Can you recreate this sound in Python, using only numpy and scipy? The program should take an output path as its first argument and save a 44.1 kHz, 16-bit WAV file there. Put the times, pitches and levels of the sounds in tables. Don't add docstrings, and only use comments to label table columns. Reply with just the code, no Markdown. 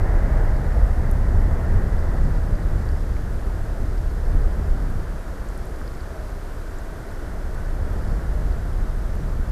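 import sys
import numpy as np
from scipy import signal
from scipy.fft import rfft, irfft
from scipy.io import wavfile
from scipy.ndimage import uniform_filter1d, map_coordinates

SR = 44100
rng = np.random.default_rng(int(sys.argv[2]) if len(sys.argv) > 2 else 0)


def put_to_file(sound):
    columns = np.atleast_2d(sound).T
    safe = np.clip(columns, -1, 1)
    whole_steps = np.round(safe * 32767)
    wavfile.write(sys.argv[1], SR, whole_steps.astype(np.int16))


N = 419391


def buffeting(big_flutter_db=0.68, small_flutter_db=0.7, flutter_hz=11, ride_depth=0.1):
    # t/s, big-eddy level/dB, small-eddy level/dB (both relative)
    wind = [(0.0, -19, -22.5), (0.4, -17, -25.5), (0.8, -18.0, -24), (1.3, -18.5, -22),
            (1.75, -19.0, -22.5), (2.35, -19.3, -25.3), (2.85, -22.5, -26), (3.2, -23.5, -29),
            (4.1, -22, -30.0), (4.4, -20, -27.5), (4.95, -22, -28.5), (5.25, -29.0, -36.5),
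            (5.85, -29.5, -36), (6.3, -30, -37), (7.0, -30, -36.5), (7.5, -26, -33), (7.85, -24.5, -28),
            (8.2, -23.5, -29.2), (8.8, -24.5, -30), (9.51, -21.5, -28.5)]
    # centre t/s, big-eddy change/dB, small-eddy change/dB
    shoves = [(.19, 2.5, -1), (.63, -7.5, -1.5), (.82, 3, -1), (1.01, -1, 1), (1.39, 2, 1), (1.63, -8, -1),
              (1.74, 3, 3), (2.05, -1.5, 0.5), (2.21, 3.5, -0.5), (2.57, 2.5, 1.5), (2.70, 3.5, 3),
              (2.92, 2, 3.5), (3.25, -4, 1.5), (3.70, -2.5, -0.5), (3.81, 1, 0.5), (4.10, 0.5, -1.5),
              (4.20, -1.5, 0), (4.345, 5.7, 4), (4.44, 5.5, -0.5), (4.56, -4, 1.5), (4.72, 4, 0),
              (6.13, -7, 1), (7.0, -6, 1.5), (7.68, 2.5, 0), (7.82, 0, 3), (8.12, 4, 0.5), (8.22, -8, 0.5),
              (8.33, 2.5, -4), (8.48, 3, 3), (8.70, -2, -0.5), (8.79, 6.5, 0), (9.42, 1, -0.5)]
    # f/Hz, relative density level/dB
    big_spectrum = [(5, -44), (13, -6.5), (22, 3.5), (31, 4.5), (48, -1.5), (70, -9), (105, -27.5),
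                    (220, -60), (1000, -120)]
    small_spectrum = [(30, -19), (52, -5), (72, 0), (105, -7.8), (160, -13.5), (210, -18.5), (280, -25),
                      (450, -34.5), (1200, -55), (6000, -120)]
    t = np.arange(N) / SR
    shove_db = sum(np.outer(db, bell(t - s, half_s=0.038)) for s, *db in shoves)
    big = eddies(big_spectrum, span_s=0.071)
    small = eddies(small_spectrum, span_s=.1) * (1 + ride_depth * big)
    big_db = 0.5 + curve(wind) + shove_db[0] + big_flutter_db * walk(flutter_hz)
    small_db = 0.25 + curve(wind, 2) + shove_db[1] + small_flutter_db * walk(flutter_hz)
    return big * undb(big_db) + small * undb(small_db)


def eddies(spectrum, span_s):
    pressure = noise(spectrum)
    span = max(int(span_s * SR), 2)
    return pressure / np.sqrt(smooth(pressure ** 2, span))


def boughs(rise_per_db=.009, flutter_db=0.54, peak_db=-32):
    # t/s, level/dB
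    gusts = [(0, -33), (.25, -32), (.55, -35), (.8, -35.3), (1.2, -36), (1.55, -36.5), (1.8, -34.8),
             (1.93, -36.5), (2.05, -34.5), (2.25, -37), (2.7, -39), (3.1, -41.3), (3.5, -41.6), (3.8, -41),
             (4.12, -45), (4.47, -39.5), (4.8, -43.5), (5.4, -48.5), (6.2, -54), (6.9, -52), (8.1, -40.5),
             (8.8, -46), (9.51, -45)]
    # f/Hz, relative density level/dB
    spectrum = [(80, -5), (250, -1), (340, 0.3), (420, 0), (580, 0.2), (830, -3.5), (1150, -10),
                (1450, -10.5), (1820, -10.2), (2050, -12.5), (2320, -24), (2800, -33.5), (5000, -53)]
    gust_db = curve(gusts)
    speed = np.exp(rise_per_db * (gust_db - peak_db) + .012 * walk(3))
    rush = map_coordinates(noise(spectrum), [np.cumsum(speed)], order=3, mode="wrap")
    return rush * undb(gust_db + flutter_db * walk(10))


def singing_twigs(waver=.007, waver_hz=6):
    # centre t/s, half duration/s, f/Hz, nominal bandwidth/Hz, level/dB
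    tones = [(.85, .16, 700, 60, -44), (1.72, 0.2, 1830, 30, -48), (1.75, 0.13, 421, 70, -38),
             (2.0, .7, 1930, 110, -52), (4.53, .17, 411, 60, -42), (6.2, 0.1, 633, 55, -42),
             (6.95, .28, 667, 35, -49), (7.0, .6, 1500, 60, -54), (7.6, 0.077, 1510, 10, -46.5)]
    t = np.arange(N) / SR
    speed = 1 + waver * walk(waver_hz)
    out = np.zeros(N)
    for s, half_s, hz, width_hz, db in tones:
        phase = 2 * np.pi * hz * np.cumsum(speed) / SR
        band = (walk(2 * width_hz) * np.cos(phase) + walk(2 * width_hz) * np.sin(phase)) / np.sqrt(2)
        out += band * undb(db) * bell(t - s, half_s)
    return out


def tapping_twigs():
    # t/s, peak level/dB, f/Hz, duration/ms
    taps = [(3.167, -38, 2150, 2.0), (5.8155, -31, 1450, 1.5)]
    return pings(taps)


def snow(count=60, fine_db=-54, spread_db=1.1, top_db=-44, housing_hz=4750, ring_ms=0.75,
         tick_hz=7000, tick_db=-2, tick_ms=.3):
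    # t/s, peak level/dB, f/Hz, duration/ms
    grains = [(.5660, -44, 4700, 1.2), (1.1137, -24, 10900, 0.17), (1.9910, -41.5, 4900, 1),
              (2.2393, -43, 7600, 0.64), (2.5543, -45, 4800, 1.1), (2.8903, -41, 4600, 1.1),
              (3.0685, -45, 5750, .7), (3.1396, -45, 4900, .9), (3.9804, -42.5, 4700, .9),
              (4.9040, -40, 10800, .2), (5.4889, -37, 7300, .7), (5.5495, -40, 11500, .2),
              (5.5555, -45, 4960, .7), (5.5772, -31, 9800, .18), (5.6552, -36.5, 11000, .25),
              (5.6700, -43, 7300, .9), (5.7630, -38, 10800, .2), (5.8785, -36, 4750, 0.8),
              (5.9531, -45, 4900, .8), (6.0073, -39, 4650, 1.0), (6.2830, -38, 10000, .16),
              (6.3041, -45.5, 7300, .7), (6.7870, -37, 7300, 0.75), (7.5457, -42, 7700, .8),
              (7.9033, -42, 10800, .2), (7.9335, -37, 12000, .2), (8.0772, -42, 6500, .35),
              (8.1182, -44, 4650, .9), (8.5250, -42.5, 4500, .9), (9.0677, -41, 10800, .2),
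              (9.1542, -37, 10800, .2)]
    # centre t/s, standard deviation/s
    flurries = [(.7, .2), (2.2, .24), (2.9, 0.2), (4.2, 0.34), (5.95, .3), (8.09, 0.1)]
    out = pings(grains)
    for centre_s, spread_s in flurries:
        times = np.clip(centre_s + spread_s * rng.standard_normal(count), 0, N / SR)
        db = np.minimum(fine_db + spread_db * rng.exponential(size=count), top_db)
        detune = 1 + 0.059 * rng.standard_normal(count)
        out += pings(zip(times, db, housing_hz * detune, np.full(count, ring_ms)))
        out += pings(zip(times, db + tick_db, tick_hz * detune, np.full(count, tick_ms)))
    return out


def forest():
    # f/Hz, relative density level/dB
    spectrum = [(60, -6), (200, 0.5), (260, -1.3), (320, 1.1), (400, 1.1), (500, -2), (640, -1.5),
                (790, -6.8), (1150, -8), (1470, -7), (1800, -12), (2050, -16), (2400, -24), (3300, -46),
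                (6000, -65)]
    # t/s, level/dB
    wind = [(0, -40), (3.2, -40.5), (4.4, -40), (5.3, -39), (6.4, -40), (7.7, -38.5), (8.7, -39.5),
            (9.51, -40)]
    return noise(spectrum) * undb(curve(wind))


def microphone_hiss(level_db=-53.5):
    # f/Hz, relative density level/dB
    spectrum = [(100, -1.5), (2800, 1), (3900, 0), (4700, 0.5), (6500, -1.8), (9000, -3.5), (13000, -5.5),
                (13900, -9), (14500, -17), (15100, -30), (16000, -65)]
    return noise(spectrum) * undb(level_db)


def pings(rows):
    out = np.zeros(N)
    for s, db, hz, ms in rows:
        at = np.clip(int(s * SR) + np.arange(-300, 300), 0, N - 1)
        t = at / SR - s
        out[at] += undb(db) * bell(t, half_s=ms / 2000) * np.cos(2 * np.pi * hz * t)
    return out


def noise(spectrum):
    hz, db = np.transpose(spectrum)
    bins_hz = np.maximum(np.arange(N // 2 + 1) * SR / N, 1)
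    gain = undb(np.interp(np.log(bins_hz), np.log(hz), db))
    x = irfft(rfft(rng.standard_normal(N)) * gain, N)
    return x / x.std()


def walk(rate_hz):
    hold = max(int(SR / rate_hz), 2)
    steps = rng.standard_normal(N)[np.arange(N) // hold]
    x = smooth(steps, hold)
    return x / x.std()


def smooth(x, span):
    return uniform_filter1d(uniform_filter1d(x, span), span)


def bell(t, half_s):
    return .5 ** ((t / half_s) ** 2)


def curve(rows, column=1):
    rows = np.array(rows)
    return np.interp(np.arange(N) / SR, rows[:, 0], rows[:, column])


def undb(db):
    return 10 ** (np.asarray(db) / 20)


def scene():
    hiss = microphone_hiss()
    wind = buffeting() + boughs() + forest()
    return (wind + singing_twigs() + tapping_twigs() + snow() + hiss)[None]


def record(dry):
    cutoff_hz = 15100
    return signal.sosfilt(signal.ellip(10, .1, 80, cutoff_hz, fs=SR, output="sos"), dry)


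dry = scene()
out = record(dry)
put_to_file(out)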